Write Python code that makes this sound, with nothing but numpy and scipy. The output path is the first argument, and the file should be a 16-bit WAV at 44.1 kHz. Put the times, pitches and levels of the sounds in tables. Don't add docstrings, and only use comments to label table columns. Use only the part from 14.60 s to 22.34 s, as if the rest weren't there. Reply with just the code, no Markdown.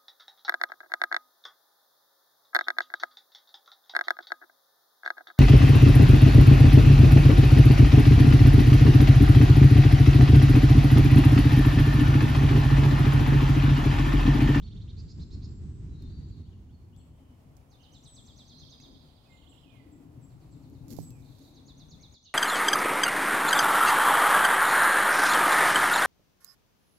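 import sys
import numpy as np
from scipy import signal
from scipy.fft import rfft, irfft
from scipy.io import wavfile
from scipy.ndimage import uniform_filter1d

SR = 44100
rng = np.random.default_rng(int(sys.argv[2]) if len(sys.argv) > 2 else 0)


def to_wav(s):
    ch = np.atleast_2d(s).T
    pcm = np.round(np.clip(ch, -1, 1) * 32767)
    wavfile.write(sys.argv[1], SR, pcm.astype(np.int16))


N = 341334
TIME = np.arange(N) / SR

# freq_hz, level_db
RUMBLE_COLOUR = [(12, -23.5), (25, -11), (55, -2), (80, 0), (110, -3.5), (150, -8), (195, -12.5),
                 (300, -18.5), (410, -27), (560, -43), (1000, -44), (2000, -50.5), (7000, -53),
                 (11000, -75.5)]
# low_hz, high_hz, first_db, later_db, at_s
RUMBLE_BAND = (215, 399, -4.5, 1.5, 0.52)
RUMBLE_DB, RUMBLE_HOLD_S, RUMBLE_FALL_DB_PER_S = -40.5, 1.593, 17
# time_s, level_db
LOW_DRONE_LEVEL = [(2.2, -63), (2.45, -58), (2.72, -73), (2.88, -56.5), (3.12, -68), (3.4, -60),
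                   (3.88, -65), (4.05, -56.5), (4.2, -67.5), (4.35, -59), (4.62, -69.5), (5.4, -59.5),
                   (5.6, -52), (6.1, -53), (6.35, -46.5), (6.6, -49.5), (6.87, -64), (7.3, -53),
                   (7.7, -65.5)]
# time_s, level_db
HIGH_DRONE_LEVEL = [(2.2, -73), (2.5, -67), (2.8, -63.5), (3.15, -71), (3.7, -61.5), (3.87, -67),
                    (4.2, -63.5), (4.32, -54), (4.5, -67.5), (4.85, -64.5), (5.03, -66.5), (5.2, -58.5),
                    (5.55, -53.5), (5.7, -62), (6.1, -55.5), (6.2, -56.5), (6.34, -46.5), (6.5, -56),
                    (6.85, -59), (7, -56), (7.7, -69.5)]
# freq_hz, level_db
LOW_DRONE_COLOUR = [(20, -40), (70, -15), (105, -5), (135, 3.5), (165, -5.5), (205, -17), (400, -42),
                    (1000, -75)]
# freq_hz, level_db
HIGH_DRONE_COLOUR = [(100, -45), (205, -13), (265, 1), (305, -6.5), (370, -17), (500, -22.5), (900, -38.5),
                     (2000, -55), (8000, -75)]
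DRONE_BASS_DB, DRONE_BASS_SHARE = -41, 0.28
# freq_hz, level_db
AIR_COLOUR = [(200, -7), (450, 2), (750, 0), (1100, -4.5), (1600, -13), (2500, -13), (4000, -18.5),
              (8000, -21), (16000, -22.5)]
# low_hz, high_hz, first_db, later_db, at_s
AIR_BAND = (601, 1099, -2.5, 0.7, 1.5)
AIR_DB, AIR_FULL_S, AIR_RISE_DB_PER_S = -68.5, 2.84, 7
# freq_hz, correlation
EAR_LIKENESS = [(30, 0.9), (70, 1), (140, 0.77), (280, 0.91), (600, 0.3), (1200, 0.063)]
BAND_FILL_HALF_S = 0.065
DROP_S, DROP_LENGTH_S, DROP_DB = 7.54, 0.022, -10

# freq_hz, t60_s
WOOD_T60 = [(500, 0.17), (3000, 0.86), (5000, 0.96), (8000, 0.67), (16000, 0.15)]
# delay_s, level_db, pan_db
TRUNK_ECHOES = [(.0125, -12, -3), (.0215, -15, 3)]

BUZZ_ARCH = [(0, .79), (.2, .89), (.55, 0.98), (.75, 0.99), (.87, .94), (1, .76)]
# multiple_of_pulse_rate, level_db
BUZZ_LINES = [(5, -23), (7, -15.5), (8, -0.5), (9, -1.5), (10, -5.5), (11, -16.5), (12, -15.5), (13, -13.5)]
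# start_s, syllables, period_s, length_s, pulse_rate_hz (crest), level_db,
# arch_depth (exponent), brightness_db_per_octave (at the run's start)
BUZZ_RUNS = [(0.014, 5, 0.047, 0.032, 475, -64, 1.7, -7), (.272, 1, .09, .046, 477, -62.5, 1.9, -8),
             (0.365, 5, .1128, .053, 531, -61.5, 1, -1.5)]
BUZZ_BRIGHTENS_DB_PER_S = 4
BUZZ_PITCH_SPREAD, BUZZ_ARCH_SPREAD, BUZZ_LINE_SPREAD_DB = 0.0161, 0.12, 2.5

# start_s, length_s, start_hz, end_hz, level_db, pan_db, scatter
WHISTLES = [(0.042, 0.032, 4430, 4340, -59, -4, .17), (0.308, .52, 7320, 7470, -78.5, 5, 0.72),
            (.865, 0.14, 7490, 7460, -75.5, 9, 0.4), (1.297, 0.097, 3990, 3860, -73, 5, 0.2),
            (1.33, .17, 4236, 4180, -74, 5, 0.56), (1.378, 0.11, 3720, 3610, -71.5, 1, .45),
            (1.469, .21, 4540, 4600, -71, 2, 0.4), (1.68, 0.12, 4570, 4510, -79, 0, 0.3),
            (1.68, .13, 4250, 4230, -80, 2, .5), (1.651, 0.056, 7200, 7300, -76.5, 14, .4),
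            (2.123, 0.039, 4490, 4230, -75, -3, 0.6), (2.39, .03, 4200, 4350, -76, -2, .4),
            (2.52, 0.23, 3150, 2960, -79.5, 1, 0.75), (3.158, 0.13, 3100, 3025, -65.5, -17, 0.89),
            (3.434, .013, 6550, 8520, -64, 3, 0.3), (3.58, .12, 7450, 7270, -68.5, -1.5, 0.74),
            (3.777, .081, 7760, 7600, -74, -2, .48), (3.895, .11, 4100, 4260, -60.5, -12, 0.66),
            (3.956, .03, 3980, 4700, -63, -14, .25), (4.018, 0.022, 3750, 3140, -56, -18, 0.2),
            (4.078, 0.017, 3600, 2990, -63, -16.5, .15), (4.104, 0.11, 4970, 4800, -63.5, -5, 0.67),
            (4.344, .018, 3750, 3030, -61.5, -16, 0.2), (4.485, 0.022, 2980, 3300, -70, -14, .3),
            (4.652, 0.043, 2615, 2430, -71.5, -12, 0.54), (4.687, .1, 2125, 2075, -64.5, -16, 0.18),
            (4.92, .12, 5250, 4980, -82, 2, .7), (5.055, 0.094, 2620, 2330, -66.5, -20, 0.4),
            (5.135, .09, 2246, 1960, -67.5, -15.5, .35), (5.22, .14, 1940, 2000, -77, -14, 0.57),
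            (5.174, 0.084, 4660, 4540, -82.5, 4, 0.45), (6.493, .12, 2765, 2200, -73, -18, .26),
            (7.385, 0.048, 2020, 2426, -72, -12, 0.42), (7.639, 0.059, 3110, 2674, -68, -6, .7)]
# start_s, length_s, start_hz, level_db, scatter
HIGH_CALLS = [(0.948, 0.31, 8220, -79, 1), (2.363, 0.022, 8130, -67, 0.96),
              (3.322, 0.096, 7740, -71.5, 0.5), (3.453, .13, 8270, -60, .45),
              (4.689, 0.095, 7530, -75.5, 0.9), (4.882, 0.031, 7800, -66, .97),
              (5.31, .023, 7910, -69.5, .98), (5.608, .048, 7960, -69.5, .8),
              (5.91, 0.031, 7940, -69.5, 0.6), (6.403, .11, 8200, -59, .25)]
HIGH_CALL_FALL = 0.915
# start_s, notes, first_step_s, note_length_s, level_db, pan_db, scatter
WARBLES = [(1.846, 2, 0.058, .04, -72, 6, .76), (2.086, 1, .06, .035, -76.5, 0, 0.45),
           (2.319, 2, .064, .043, -70.5, 6, 0.82), (4.766, 8, .046, 0.022, -60, -26, 0.27)]
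# from_hz, to_hz
WARBLE_UP = (2726, 3790)
# from_hz, to_hz
WARBLE_DOWN = (3420, 2634)
WARBLE_SLOWS_S, WARBLE_ENDS_DB = 0.0026, -8.5

# start_s, end_s, notes_per_s, top_hz, bottom_hz, first_db, last_db, pan_db
FAR_TRILLS = [(1.333, 1.78, 25.7, 4750, 3480, -68.5, -68, 1.5),
              (3.7, 4.022, 14.4, 5500, 3400, -62.5, -59, -7),
              (4.029, 4.39, 13.3, 5700, 3150, -61, -61.5, -15),
              (4.402, 4.683, 13.6, 5600, 2850, -67, -67, -8), (4.699, 5.15, 18, 4600, 2606, -65, -77, -8),
              (6.61, 6.964, 32, 4450, 3340, -64.5, -66, -2), (7.639, 7.74, 24.6, 4500, 2753, -59, -80, -8)]
FAR_PITCH_SPREAD, FAR_LEVEL_SPREAD_DB = 0.0403, 2

# time_s, level_db, pan_db
SNAPS = [(1.421, -52, -18), (2.3617, -56, 23), (2.9656, -47, -23), (4.2014, -55, -7), (6.097, -55, -5.5),
         (6.2802, -41, -17.5), (6.303, -39, -22), (6.3245, -38.5, -24), (6.364, -41, -16),
         (6.5033, -42.5, -8.5), (6.783, -52, -9)]
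# freq_hz, level_db
LEAF_COLOUR = [(1000, -10), (3000, -8.5), (4500, 1), (7000, 1.5), (9000, -6.5), (12500, 1.5), (16000, -7)]
# peak_s, level_db, rise_db_per_s, fall_db_per_s
RUSTLES = [(6.312, -51.5, 600, 218), (6.385, -55, 250, 133), (6.89, -69, 15, 170)]

# time_s (from its crest), pitch_factor, level_db
HOOK = [(-.018, .865, -7), (-.014, .885, -7.5), (-.005, .96, -2), (0, 1.005, -5), (.005, .94, -2),
        (.008, .79, -0.5), (.012, .655, 2.5), (.02, .585, 2.5), (.032, .53, 0), (.046, .492, -4),
        (.053, 0.478, -19)]
# first_crest_s (ahead of early_s), syllables, period_s (settled), full_db, crest_hz, pan_db,
# first_weaker_db, first_early_s, lower_share (pitch drop of every other crest)
TRILLS = [(3.117, 11, 0.11, -58, 6560, -2.6, 10.5, 0.01, .004), (5.689, 5, .11, -76.5, 6870, 7, 3, 0, .01),
          (6.851, 8, .1137, -57.5, 6890, -1.5, 10, .028, 0.0348)]
WARM_UP_S, SETTLE_S = 0.177, 0.17
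TRILL_SPREAD_DB, TRILL_FLUTTER_DB = 0.55, 1.7

# freq_hz, level_db, t60_s
TAP_MODES = [(2180, -63, 0.051), (2620, -60.5, 0.052), (4000, -52, .025), (7200, -60, 0.017)]
# freq_hz, level_db, t60_s
KNOCK_MODES = [(119.3, -36, 0.27), (161.5, -36.5, 0.3), (277, -37, 0.12)]
TAP_S, KNOCK_S = 4.201, 6.388
EDGE_HZ = 15900


def gain_of(db):
    return 10 ** (np.asarray(db) / 20)


def evened(x):
    return x / np.sqrt(np.mean(x ** 2) + 1e-20)


def read(points, hz):
    f, value = np.transpose(points)
    return np.interp(np.log(hz + 1), np.log(f + 1), value)


def level(points):
    s, db = np.transpose(points)
    outside_s = abs(TIME - np.clip(TIME, s[0], s[-1]))
    return gain_of(np.interp(TIME, s, db) - 180 * outside_s)


def held(start_s, end_s, rise_db_per_s, fall_db_per_s):
    before_s = np.maximum(start_s - TIME, 0)
    after_s = np.maximum(TIME - end_s, 0)
    return gain_of(-rise_db_per_s * before_s - fall_db_per_s * after_s)


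def coloured(x, points):
    gain = gain_of(read(points, np.fft.rfftfreq(N, 1 / SR)))
    return irfft(rfft(x) * gain, N)


def placed(x, pan_db):
    return evened(gain_of([[pan_db / 2], [-pan_db / 2]])) * x


def add(mix, start_s, sound):
    part = mix[:, max(round(start_s * SR), 0):][:, :sound.shape[1]]
    part += sound[:, :part.shape[1]]


def wobble(count, size):
    noise = rng.standard_normal(count + 4 * size)
    smooth = uniform_filter1d(uniform_filter1d(noise, size), size)
    return evened(smooth[2 * size:-2 * size])


def turns_of(hz, waver):
    drift = evened(uniform_filter1d(rng.standard_normal(len(hz)), 150))
    return 2 * np.pi * np.cumsum(hz * (1 + waver * drift)) / SR


def glide(length_s, from_hz, to_hz, waver):
    u = np.linspace(0, 1, max(int(length_s * SR), 64))
    tone = np.sin(turns_of(from_hz * (to_hz / from_hz) ** u, waver))
    return evened(tone * signal.windows.tukey(len(u), 0.45))


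def ringing(modes, t):
    after = np.maximum(t, 0)
    return sum(gain_of(db - 60 * after / t60_s) * np.sin(2 * np.pi * hz * after)
               for hz, db, t60_s in modes)


def background(colour, gain, pan_db, lead_s, swell_db):
    shared, own = rfft(rng.standard_normal((2, N)))
    hz = np.fft.rfftfreq(N, 1 / SR)
    same = np.clip(read(EAR_LIKENESS, hz), -1, 1)
    delayed = shared * np.exp(-2j * np.pi * hz * lead_s)
    right = same * delayed + np.sqrt(1 - same ** 2) * own
    pair = coloured(irfft(np.array([shared, right]), N), colour)
    swell_band = (hz > 4) * (hz < 12)
    swell = evened(irfft(rfft(rng.standard_normal(N)) * swell_band, N))
    return placed(pair / np.std(pair.mean(0)), pan_db) * gain * gain_of(swell_db * swell)


def filling_in(x, low_hz, high_hz, first_db, later_db, at_s):
    bandpass = signal.butter(2, [low_hz, high_hz], "bandpass", fs=SR, output="sos")
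    band = signal.sosfiltfilt(bandpass, x)
    span_s = [at_s - BAND_FILL_HALF_S, at_s + BAND_FILL_HALF_S]
    gain = gain_of(np.interp(TIME, span_s, [first_db, later_db]))
    return x + (gain - 1) * band


def wandering(x, share):
    place = np.cumsum(1 + share * wobble(N, size=6000)) % N
    return np.array([np.interp(place, np.arange(N), side) for side in x])


def rumble():
    fading = gain_of(RUMBLE_DB) * held(0, RUMBLE_HOLD_S, 0, RUMBLE_FALL_DB_PER_S)
    drone_bass = placed(gain_of(DRONE_BASS_DB) * level(LOW_DRONE_LEVEL) ** DRONE_BASS_SHARE, pan_db=5.0)
    gain = np.hypot(fading, drone_bass)
    noise = background(RUMBLE_COLOUR, gain, pan_db=-0.7, lead_s=0, swell_db=1.16)
    return filling_in(noise, *RUMBLE_BAND)


def drone():
    low = background(LOW_DRONE_COLOUR, 1, pan_db=4.5, lead_s=0.00025, swell_db=1.5)
    low = level(LOW_DRONE_LEVEL) * wandering(low, share=0.06)
    high = background(HIGH_DRONE_COLOUR, 1, pan_db=4.0, lead_s=0.00025, swell_db=1.5)
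    return low + level(HIGH_DRONE_LEVEL) * wandering(high, share=0.04)


def air():
    gain = gain_of(AIR_DB) * held(AIR_FULL_S, DROP_S, AIR_RISE_DB_PER_S, 0)
    noise = background(AIR_COLOUR, gain, pan_db=-2.0, lead_s=0, swell_db=0.78)
    return filling_in(noise, *AIR_BAND)


def trunks(x, early_db, early_s):
    t = np.arange(SR) / SR
    taps = rng.standard_normal((2, SR)) * (rng.random((2, SR)) < 700 / SR) * (t > 0.004)
    early = 1 + gain_of(early_db) * np.exp(-t / early_s)
    taps *= gain_of(3.5 * rng.standard_normal((2, SR))) * early
    hz, s, spectra = signal.stft(taps, SR, nperseg=256)
    decay = gain_of(-60 * s / read(WOOD_T60, hz)[:, None])
    tail = signal.istft(spectra * decay, SR, nperseg=256)[1]
    tail = tail / np.linalg.norm(tail, axis=1, keepdims=True)
    return signal.fftconvolve(x, tail, axes=1)[:, :N]


def buzzing_bird():
    out = np.zeros((2, N))
    lines, line_db = np.transpose(BUZZ_LINES)
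    for start_s, count, period_s, length_s, rate_hz, db, depth, bright_db in BUZZ_RUNS:
        u = np.linspace(0, 1, int(length_s * SR))
        for since_s in period_s * np.arange(round(count)):
            arch_power = depth * (1 + BUZZ_ARCH_SPREAD * rng.standard_normal())
            arch = np.interp(u, *np.transpose(BUZZ_ARCH)) ** arch_power
            pulse_hz = rate_hz * arch * (1 + BUZZ_PITCH_SPREAD * rng.standard_normal())
            phase = turns_of(pulse_hz, waver=0.0051)
            strength_db = line_db + BUZZ_LINE_SPREAD_DB * rng.standard_normal(len(lines))
            tilt_db = bright_db + BUZZ_BRIGHTENS_DB_PER_S * since_s
            voice = sum(gain_of(a + tilt_db * np.log2(k)) * np.cos(k * phase + k * k * np.pi / 5)
                        for k, a in zip(np.round(lines), strength_db))
            syllable = evened(voice * arch ** 4.1 * signal.windows.tukey(len(u), 0.2))
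            add(out, start_s + since_s, placed(gain_of(db) * syllable, pan_db=-4))
    return out + gain_of(-5.0) * trunks(out, early_db=4.5, early_s=0.033)


def whistling_birds():
    direct, scattered = np.zeros((2, 2, N))
    notes = [*WHISTLES, *high_notes(), *warble_notes()]
    for start_s, length_s, from_hz, to_hz, db, pan_db, far in notes:
        far = np.clip(far, 0, 1)
        tone = glide(length_s, from_hz, to_hz, waver=0.0033 + 200 * far ** 4 / from_hz)
        note = placed(gain_of(db) * tone, pan_db)
        add(direct, start_s, np.sqrt(1 - far) * note)
        add(scattered, start_s, np.sqrt(far) * note)
    return gain_of(-2.5) * direct + gain_of(-1.5) * trunks(scattered, early_db=-9.0, early_s=0.043)


def high_notes():
    return [(start_s, length_s, hz, hz * HIGH_CALL_FALL, db, 0, far)
            for start_s, length_s, hz, db, far in HIGH_CALLS]


def warble_notes():
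    notes = []
    for start_s, count, step_s, length_s, db, pan_db, far in WARBLES:
        count = round(count)
        for k in range(count):
            note_s = start_s + k * step_s + WARBLE_SLOWS_S * k * k / 2
            off_middle = (2 * k + 1) / count - 1
            note_db = db + WARBLE_ENDS_DB * off_middle ** 2
            from_hz, to_hz = WARBLE_DOWN if k % 2 else WARBLE_UP
            notes.append((note_s, length_s, from_hz, to_hz, note_db, pan_db, far))
    return notes


def far_birds():
    out = np.zeros((2, N))
    for start_s, end_s, rate_hz, top_hz, bottom_hz, first_db, last_db, pan_db in FAR_TRILLS:
        for s in np.arange(start_s, end_s, 1 / rate_hz):
            db = np.interp(s, [start_s, end_s], [first_db, last_db])
            db += FAR_LEVEL_SPREAD_DB * rng.standard_normal()
            spread = 1 + FAR_PITCH_SPREAD * rng.standard_normal(2)
            from_hz, to_hz = np.array([top_hz, bottom_hz]) * spread
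            note = glide(0.7 / rate_hz, from_hz, to_hz, waver=0.02)
            add(out, s, placed(gain_of(db) * note, pan_db))
    return gain_of(-15.0) * out + gain_of(-5.0) * trunks(out, early_db=2, early_s=0.12)


def snaps():
    out, t = np.zeros((2, N)), np.arange(900) / SR
    for s, db, pan_db in SNAPS:
        decay = np.exp(-t / 0.00034) + 0.16 * np.exp(-t / 0.0095)
        crack = rng.standard_normal((2, len(t))) * decay
        add(out, s + 0.0024, placed(gain_of(db) * crack, pan_db))
    return coloured(out, LEAF_COLOUR)


def rustle():
    strength = gain_of(3.3 * np.minimum(rng.exponential(1, N), 4))
    struck = rng.random(N) < 1500 / SR
    grains = rng.standard_normal((2, N)) * (0.42 + struck * strength)
    shifting = np.max([gain_of(db) * held(s, s, rise, fall) for s, db, rise, fall in RUSTLES], axis=0)
    return placed(evened(coloured(grains, LEAF_COLOUR)) * shifting, pan_db=-16)


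def trilling_birds():
    direct, scattered = np.zeros((2, 2, N))
    at_s, pitch, loud_db = np.transpose(HOOK)
    t = np.arange(at_s[0], at_s[-1], 1 / SR)
    shape = uniform_filter1d(np.interp(t, at_s, pitch), 100)
    for first_s, count, period_s, full_db, crest_hz, pan_db, weaker_db, early_s, lower in TRILLS:
        for k in range(round(count)):
            since_s = k * period_s
            start_s = first_s + since_s - early_s * np.exp(-since_s / SETTLE_S) + at_s[0]
            db = full_db - weaker_db * np.exp(-(since_s / WARM_UP_S) ** 2)
            soft = np.clip((-58 - db) / 12, 0, 1)
            uneven_db = TRILL_SPREAD_DB * rng.standard_normal() + TRILL_FLUTTER_DB * wobble(len(t), size=160)
            climb_db = soft * np.interp(t, [-0.016, 0], [-14, 0])
            swell = gain_of(db + uneven_db + np.interp(t, at_s, loud_db) + climb_db)
            plunge = 1 - 0.0784 * soft + 0.015 * rng.standard_normal()
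            hz = crest_hz * (1 - lower * (k % 2) * shape) * shape ** plunge
            voice = swell * np.sin(turns_of(hz, waver=0.0038))
            add(direct, start_s, placed(voice, pan_db))
            for delay_s, echo_db, echo_pan_db in TRUNK_ECHOES:
                add(direct, start_s + delay_s, placed(gain_of(echo_db) * voice, echo_pan_db))
            add(scattered, start_s, placed(gain_of(5.0 * soft) * voice, pan_db))
    return gain_of(-1.0) * direct + gain_of(-3.5) * trunks(scattered, early_db=3.5, early_s=0.021)


def tap_and_knock():
    out, t = np.zeros((2, N)), np.arange(-0.003, 0.25, 1 / SR)
    add(out, TAP_S + t[0], placed(ringing(TAP_MODES, t), pan_db=-20))
    u = (np.pi * 560 * t) ** 2
    pulse = gain_of(-27.5) * (2 * u - 1) * np.exp(-u)
    push = signal.sosfiltfilt(signal.butter(4, 1000, fs=SR, output="sos"), pulse)
    ring = placed(ringing(KNOCK_MODES, t), pan_db=-21)
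    add(out, KNOCK_S + t[0], placed(push, pan_db=-29) + ring)
    return out


def scene():
    drop = gain_of(DROP_DB * np.clip((TIME - DROP_S) / DROP_LENGTH_S, 0, 1))
    far = drop * (rumble() + drone() + air())
    birds = buzzing_bird() + whistling_birds() + far_birds() + trilling_birds()
    return far + birds + snaps() + rustle() + tap_and_knock()


def record(dry):
    lowpass = signal.firwin(511, EDGE_HZ, window=("kaiser", 9), fs=SR)
    return signal.oaconvolve(dry, lowpass[None], "same")


dry = scene()
out = record(dry)
to_wav(out)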